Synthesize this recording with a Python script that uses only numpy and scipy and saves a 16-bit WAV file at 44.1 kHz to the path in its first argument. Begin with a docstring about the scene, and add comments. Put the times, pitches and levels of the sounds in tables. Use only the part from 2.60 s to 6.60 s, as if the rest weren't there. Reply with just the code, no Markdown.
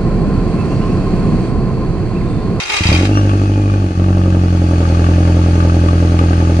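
"""A car starting from cold

A four-cylinder car, heard from the paving just behind its twin tailpipes. The starter's gear teeth
grind and clank; the engine catches, races, stumbles once and settles into a fast idle. Each firing
(one burn of fuel) makes the exhaust boom, drone and bark and lets out a rasping puff of gas.
The tailpipe knocks now and then; the engine bay hisses and briefly whistles."""
import sys
import numpy as np
from scipy import signal
from scipy.fft import rfft, irfft
from scipy.io import wavfile

SR = 44100
rng = np.random.default_rng(int(sys.argv[2]) if len(sys.argv) > 2 else 0)


def generate_wav(sig):
    """Save sig (samples, or channels by samples) to the path in sys.argv[1] as 16-bit PCM at SR."""
    pcm = np.round(np.clip(np.atleast_2d(sig).T, -1, 1) * 32767).astype(np.int16)
    wavfile.write(sys.argv[1], SR, pcm)


N = 176400
TIME = np.arange(N) / SR

# engine speed: t/s, firing rate/Hz
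FIRING_RATE = [(0.208, 17.11), (0.27, 27.62), (0.33, 41.02), (0.4, 45.53), (0.5, 51.08), (0.62, 49.54),
               (0.78, 48.77), (1.0, 50.13), (1.18, 48.93), (1.32, 44.27), (1.48, 46.49), (1.78, 44.68),
               (2.05, 43.47), (2.25, 41.83), (2.6, 43.09), (3.1, 42.41), (3.5, 42.62), (4.0, 42.26)]
# ringing notes of the starter's housing: f/Hz, width/Hz, level/dB
HOUSING_NOTES = [(2180, 87, -7), (2430, 53, 0.5), (3156, 39, -4.5), (3730, 250, -10.5), (4530, 72, -7.5),
                 (4770, 41, -9.5)]


def exhaust(times):
    """Each firing rings the silencer and pipe and pushes a puff of swirling gas out of the tailpipes."""
    # strength of the firings: t/s, boom/dB, drone/dB, bark/dB, rasp/dB
    effort = [(.2, -6, -7.5, -8.5, 4.5), (.29, 0.5, 1.5, 8, 5.5), (.4, -5, 2.5, -3, -4),
              (.6, -3.5, 0, -2.5, -0.5), (.85, -4.5, 0, -8, -2.5), (1.25, -4.5, -2, -4, -2.5),
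              (1.5, -1.5, -1, 0, -1.5), (2.05, -4, -1.5, -2, -2), (2.2, -3.5, -1, 3, 1.5),
              (2.6, -2, 0, 1.5, 1.5), (4, -3.5, 0.5, 1, 0)]
    # cylinders in firing order: boom/dB, drone/dB, bark/dB, rasp/dB, drone lag/ms,
    # then the drone's echo where their pipes join: delay/ms, level/dB
    cylinders = [(1.5, 3.7, 0, -1.5, -.9, 9.4, -8.3), (.5, 1, -6.2, 2.5, -1.4, 8.9, -8.6),
                 (1.55, 1, -1.5, 1, -1.1, 12.8, -9.4), (1.3, 5, 6.5, .5, -1.3, 11, -10)]
    # weak burns of the stumble: t/s, change in boom/dB
    misfires = [(1.286, -7), (1.308, -3), (1.33, -12), (1.353, -4), (1.375, -1.5)]
    # firings that spit: t/s, extra rasp/dB
    spits = [(.455, 9), (.572, 9), (.692, 9.5), (2.444, 7), (2.655, 6), (3.003, 6), (3.285, 5), (3.59, 6),
             (3.731, 11)]
    # ringing notes of silencer (boom), pipe (drone) and tailpipe (bark): f/Hz, width/Hz, level/dB
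    boom_notes = [(43, 140, -18), (85.2, 17.5, 5.5), (99.4, 10.4, 1), (174.5, 29.3, 0.5)]
    drone_notes = [(258.9, 26.7, 1), (301.6, 15, 2.5), (315.6, 6.8, -3), (283, 19, -1), (355, 8.4, -11)]
    bark_notes = [(411, 36, 3.5), (546, 9.7, 11.5), (597.4, 13, 3.5), (700, 280, -6.5), (901, 57, 0.5)]
    chance = rng.standard_normal((len(times), 5)).T  # no two firings are quite alike
    times = times + .00008 * chance[0]
    cylinder = np.array(cylinders)[np.arange(len(times)) % len(cylinders)].T
    lag, echo_delay = cylinder[4:6] / 1000
    echo_db = cylinder[6]
    stumble_db = np.outer([1, .58, .43, .5], on_nearest_firing(times, misfires))
    scatter_db = np.array([.4, .9, 1, 1.6])[:, None] * chance[1:]
    boom_db, drone_db, bark_db, rasp_db = curve(effort, times) + cylinder[:4] + stumble_db + scatter_db
    gas_push = TIME * np.exp(-TIME / .00073)
    boom = unit(resonate(convolve(clicks(times, boom_db), gas_push), boom_notes))
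    pipe_kicks = clicks(times + lag, drone_db) + clicks(times + lag + echo_delay, drone_db + echo_db)
    drone = unit(resonate(pipe_kicks, drone_notes))
    cracks = clicks(times, bark_db) + clicks(times + .0098, bark_db - 7)  # each with its pipe echo
    bark = unit(resonate(cracks, bark_notes))
    silencer = signal.ellip(4, 1, 18, 878, fs=SR, output="sos")  # muffles above 878 Hz
    pulses = signal.sosfilt(silencer, amp(-9.5) * boom - amp(-17.5) * drone + amp(-31) * bark)
    spurts = clicks(times, rasp_db + on_nearest_firing(times, spits))
    return tailpipe_rasp(spurts) + amp(-31.5) * gas_chuff(cracks) - pulses


def puffs(kicks):
    """The gas flow after each kick: a quick rise, a quick fall and a weak, longer tail."""
    rise = 1 - np.exp(-TIME / .0003)
    fall = np.exp(-TIME / .0019) + .15 * np.exp(-TIME / .031)
    return convolve(kicks, rise * fall)


def tailpipe_rasp(spurts):
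    """Escaping gas rasps and the tailpipe knocks; both echo under the car."""
    # tone of the rasp: f/Hz, level/dB
    rasp_tone = [(400, -31), (850, -5), (1000, -10), (1170, 5.5), (1380, -4.5), (1600, -5), (2100, -24.5),
                 (2600, -10.5), (3400, -20.5), (4600, -28), (9000, -38.5), (12000, -55.5)]
    # knocks of the tailpipe: t/s, level/dB
    knocks = [(0.693, 11), (2.862, -5), (3.004, 11), (3.287, 18), (3.591, 24.5), (3.733, 12), (3.779, 12)]
    # notes they ring: f/Hz, width/Hz, level/dB
    knock_notes = [(1210, 45, 4.5), (1180, 40, 1.5), (1570, 120, -22), (2760, 200, -26)]
    gas = unit(colour(puffs(spurts) * noise(channels=1), rasp_tone))[0]
    knocking = resonate(clicks(*np.array(knocks).T), knock_notes)
    direct = amp(-30.5) * gas + knocking
    delayed = np.interp(TIME - .00042, TIME, direct)  # reaches the right side later
    return np.array([direct, delayed]) + amp(-13.5) * under_car(direct)


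def gas_chuff(cracks):
    """The lower, breathy noise of each puff of gas."""
    # tone of the chuff: f/Hz, level/dB
    chuff_tone = [(200, -26), (420, -1), (560, -0.5), (680, -8.5), (870, -2), (950, -22.5), (1040, -21),
                  (1170, -7), (1500, -20), (3000, -31), (9000, -65.5)]
    swirl = noise(channels=1) + .34 * noise()
    return unit(colour(puffs(cracks) * swirl, chuff_tone))


def starter():
    """Gear teeth grind and chatter on the engine's flywheel and ring the housing until it runs free."""
    # strength of the grinding: t/s, level/dB
    strength = [(0, -19.5), (.018, -25.5), (.026, -27), (.088, -31), (.098, -24), (.182, -21), (.21, -27.5),
                (.27, -23.5), (.33, -25), (.38, -26.5), (.44, -33), (.455, -26), (.49, -41), (.6, -71)]
    # how often teeth meet: t/s, rate/Hz
    tooth_rate = [(0, 364.5), (.07, 350.2), (.1, 446.4), (.15, 406.2), (.2, 383.8), (.3, 522), (.5, 599.7)]
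    # tone of the grinding: f/Hz, level/dB
    grind_tone = [(30, -15), (65, -3), (200, -17.5), (420, -5), (600, -9.5), (830, 1.5), (1300, -4.5),
                  (1750, -4.5), (2400, -0.5), (3150, -2.5), (3500, -12), (4800, -10), (6500, -13),
                  (10000, -26.5), (12000, -42)]
    times = cycle_times(curve(tooth_rate), 0)
    chance = rng.standard_normal((len(times), 2)).T
    teeth = unit(clicks(times + .00012 * chance[0], db=3 * chance[1]))
    contact = amp(.5) * under_car(teeth) + amp(1.5) * under_car(noise())
    drive = contact * amp(curve(strength) + 1.27 * wander(hz=52))
    # each housing note flickers on its own
    housing = sum(resonate(drive * amp(2 * wander(hz=45)), [note]) for note in HOUSING_NOTES)
    # divide out how much each filter changes the level of plain noise
    grind = colour(drive, grind_tone) / np.std(colour(noise(), grind_tone))
    housing /= np.std(resonate(noise(), HOUSING_NOTES))
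    return grind + amp(-9.5) * housing


def starter_clanks():
    """Each blow of the gear cracks and rings the housing; harder contact favours the higher notes."""
    # blows of the gear: t/s, level/dB, brightness/(dB per octave)
    blows = [(.003, -25, -1), (.036, -26, 15), (.1, -19, -3), (.121, -23.5, -18), (0.134, -26.5, -16),
             (.152, -31.5, -8), (0.164, -31, 6), (0.177, -24, 17), (0.236, -18.5, 4), (.256, -27, 0),
             (.27, -17, 13), (0.301, -23.5, -4), (.328, -17.5, 5), (.349, -18, 1), (.361, -22.5, -6),
             (.399, -26, -3), (.452, -29, -3)]
    hz, width, note_db = np.array(HOUSING_NOTES).T[:, :, None]
    age = TIME[:SR // 20]
    out = np.zeros((2, N))
    for start, db, brightness in blows:
        phase = 2 * np.pi * rng.random((2, len(hz), 1))
        gain = amp(note_db + brightness * np.log2(hz / hz[1]))
        notes = gain * np.exp(-np.pi * width * age) * np.sin(2 * np.pi * hz * age + phase)
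        crack = amp(-20) * rng.standard_normal((2, len(age))) * np.exp(-age / .004)
        out += convolve(clicks(np.array([start]), db), .53 * unit(notes.sum(axis=1)) + crack)
    return out


def engine_bay(times):
    """Belts and air intake hiss and valves tick twice a firing, heard along the underside of the car."""
    # tone of the hiss: f/Hz, level/dB
    hiss_tone = [(300, 4), (1000, -2), (1700, -1), (2450, 1.5), (3100, -1.5), (3500, -7), (3800, -5),
                 (4050, -8), (4500, -2), (5300, -8), (6100, -7), (7000, -9), (8500, -16), (10200, -23),
                 (11500, -40)]
    # its strength: t/s, level/dB
    strength = [(0, -36), (.3, -31.5), (.6, -34), (.9, -35.5), (1.3, -37.5), (1.7, -36.5), (2.3, -32.5),
                (4, -32.5)]
    ticks = cycle_times(2 * curve(FIRING_RATE), times[0])
    ticking = unit(clicks(ticks, db=3 * rng.standard_normal(len(ticks))))
    hiss = under_car(noise() + amp(-10.5) * ticking)
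    return unit(colour(hiss, hiss_tone)) * amp(curve(strength))


def intake_whistle():
    """Air drawn into the engine whistles unsteadily, then sinks and fades as the throttle closes."""
    # course of the whistle: t/s, f/Hz, level/dB, overtone level/dB
    course = [(.42, 2560, -50, -80), (.53, 2690, -35, -62), (.555, 2760, -29, -36), (.58, 2780, -34, -31),
              (.63, 2780, -44, -52), (.7, 2690, -38, -75), (.78, 2620, -48, -80), (.95, 2480, -42, -80),
              (1.12, 2420, -41, -80), (1.25, 2420, -51, -80), (1.45, 2400, -74, -90)]
    hz, db, overtone_db = curve(course)
    wavering_hz = hz + 38 * wander(hz=90) + 150 * noise()
    phase = 2 * np.pi * np.cumsum(wavering_hz, axis=1) / SR
    flutter_db = 4.5 * wander(hz=60)
    return amp(db + flutter_db) * np.sin(phase) + amp(overtone_db) * np.sin(2.09 * phase)


def under_car(x, fade_s=.0045):
    """Many quick echoes between the car's floor and the paving, different on each side."""
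    echoes = noise() * np.exp(-TIME / fade_s)
    return convolve(x, echoes[:, :SR // 10] / np.sqrt(np.sum(echoes ** 2) / 2))


def amp(db):
    """Turn decibels into a multiplier."""
    return 10 ** (np.asarray(db) / 20)


def unit(x):
    """Scale a sound to an average power of 1."""
    return x / np.sqrt(np.mean(x ** 2))


def curve(table, at=TIME):
    """Join a table's rows by straight lines over time."""
    key, *columns = np.array(table, float).T
    return np.squeeze([np.interp(at, key, column) for column in columns])


def noise(channels=2):
    """Separate white noise in each channel."""
    return rng.standard_normal((channels, N))


def wander(hz):
    """A random wobble of typical size 1, mostly slower than hz."""
    return unit(signal.sosfilt(signal.butter(2, hz, fs=SR, output="sos"), noise(channels=1)[0]))


def clicks(times, db):
    """One click at each time, shared between two samples."""
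    out = np.zeros(N + 2)
    at = np.clip(times * SR, 0, N)
    np.add.at(out, at.astype(int), amp(db) * (1 - at % 1))
    np.add.at(out, at.astype(int) + 1, amp(db) * (at % 1))
    return out[:N]


def cycle_times(rate, start):
    """Times at which something running at this rate comes round."""
    turns = np.cumsum(rate) / SR
    return np.interp(np.arange(np.interp(start, TIME, turns), turns[-1]), turns, TIME)


def on_nearest_firing(times, events):
    """Give each event's decibels to the firing closest in time."""
    return sum(db * (np.arange(len(times)) == np.argmin(abs(times - t))) for t, db in events)


def convolve(x, response):
    """Let every sample of a sound set off a copy of the response."""
    return signal.fftconvolve(np.atleast_2d(x), np.atleast_2d(response), axes=1)[:, :N]


def resonate(x, notes):
    """Let a sound ring a set of notes; narrower ones ring longer."""
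    return sum(amp(db) * signal.lfilter(*signal.iirpeak(hz, hz / width, fs=SR), x)
               for hz, width, db in notes)


def colour(x, tone, size=16384):
    """Turn each frequency up or down as the tone table says."""
    hz, db = np.array(tone, float).T
    gain = amp(np.interp(np.log(np.fft.rfftfreq(size, 1 / SR) + 1), np.log(hz), db))
    # build the filter so that it never sounds ahead of its input
    cepstrum = irfft(np.log(gain)) * (1 + np.sign(size / 2 - np.arange(size)))
    cepstrum[0] /= 2
    return convolve(x, irfft(np.exp(rfft(cepstrum))))


def scene():
    """Exhaust close by, starter and engine at the far end of the car."""
    times = cycle_times(curve(FIRING_RATE), start=.2075)
    return exhaust(times) + engine_bay(times) + starter() + starter_clanks() + intake_whistle()


def record(dry):
    """Each microphone has its own tone; the loudest peaks are rounded and the highest treble is cut."""
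    # left side compared with right: f/Hz, level/dB
    balance = [(60, 0), (200, -.2), (360, -.8), (650, -2.5), (1180, 4.5), (1900, 7), (2500, -2), (3800, 8),
               (4700, 0), (7000, -4), (8500, -10)]
    ceiling, top_hz = .95, 12000
    hz, db = np.array(balance).T
    left_lead_db = np.interp(np.log(np.fft.rfftfreq(2 * N, 1 / SR) + 1), np.log(hz), db)
    side_gains = amp(np.array([left_lead_db, -left_lead_db]) / 2)
    heard = irfft(rfft(dry, 2 * N) * side_gains)[:, :N]
    rounded = heard / (1 + (heard / ceiling) ** 8) ** (1 / 8)
    return signal.sosfilt(signal.ellip(8, .2, 70, top_hz, fs=SR, output="sos"), rounded)


dry = scene()
out = record(dry)
generate_wav(out)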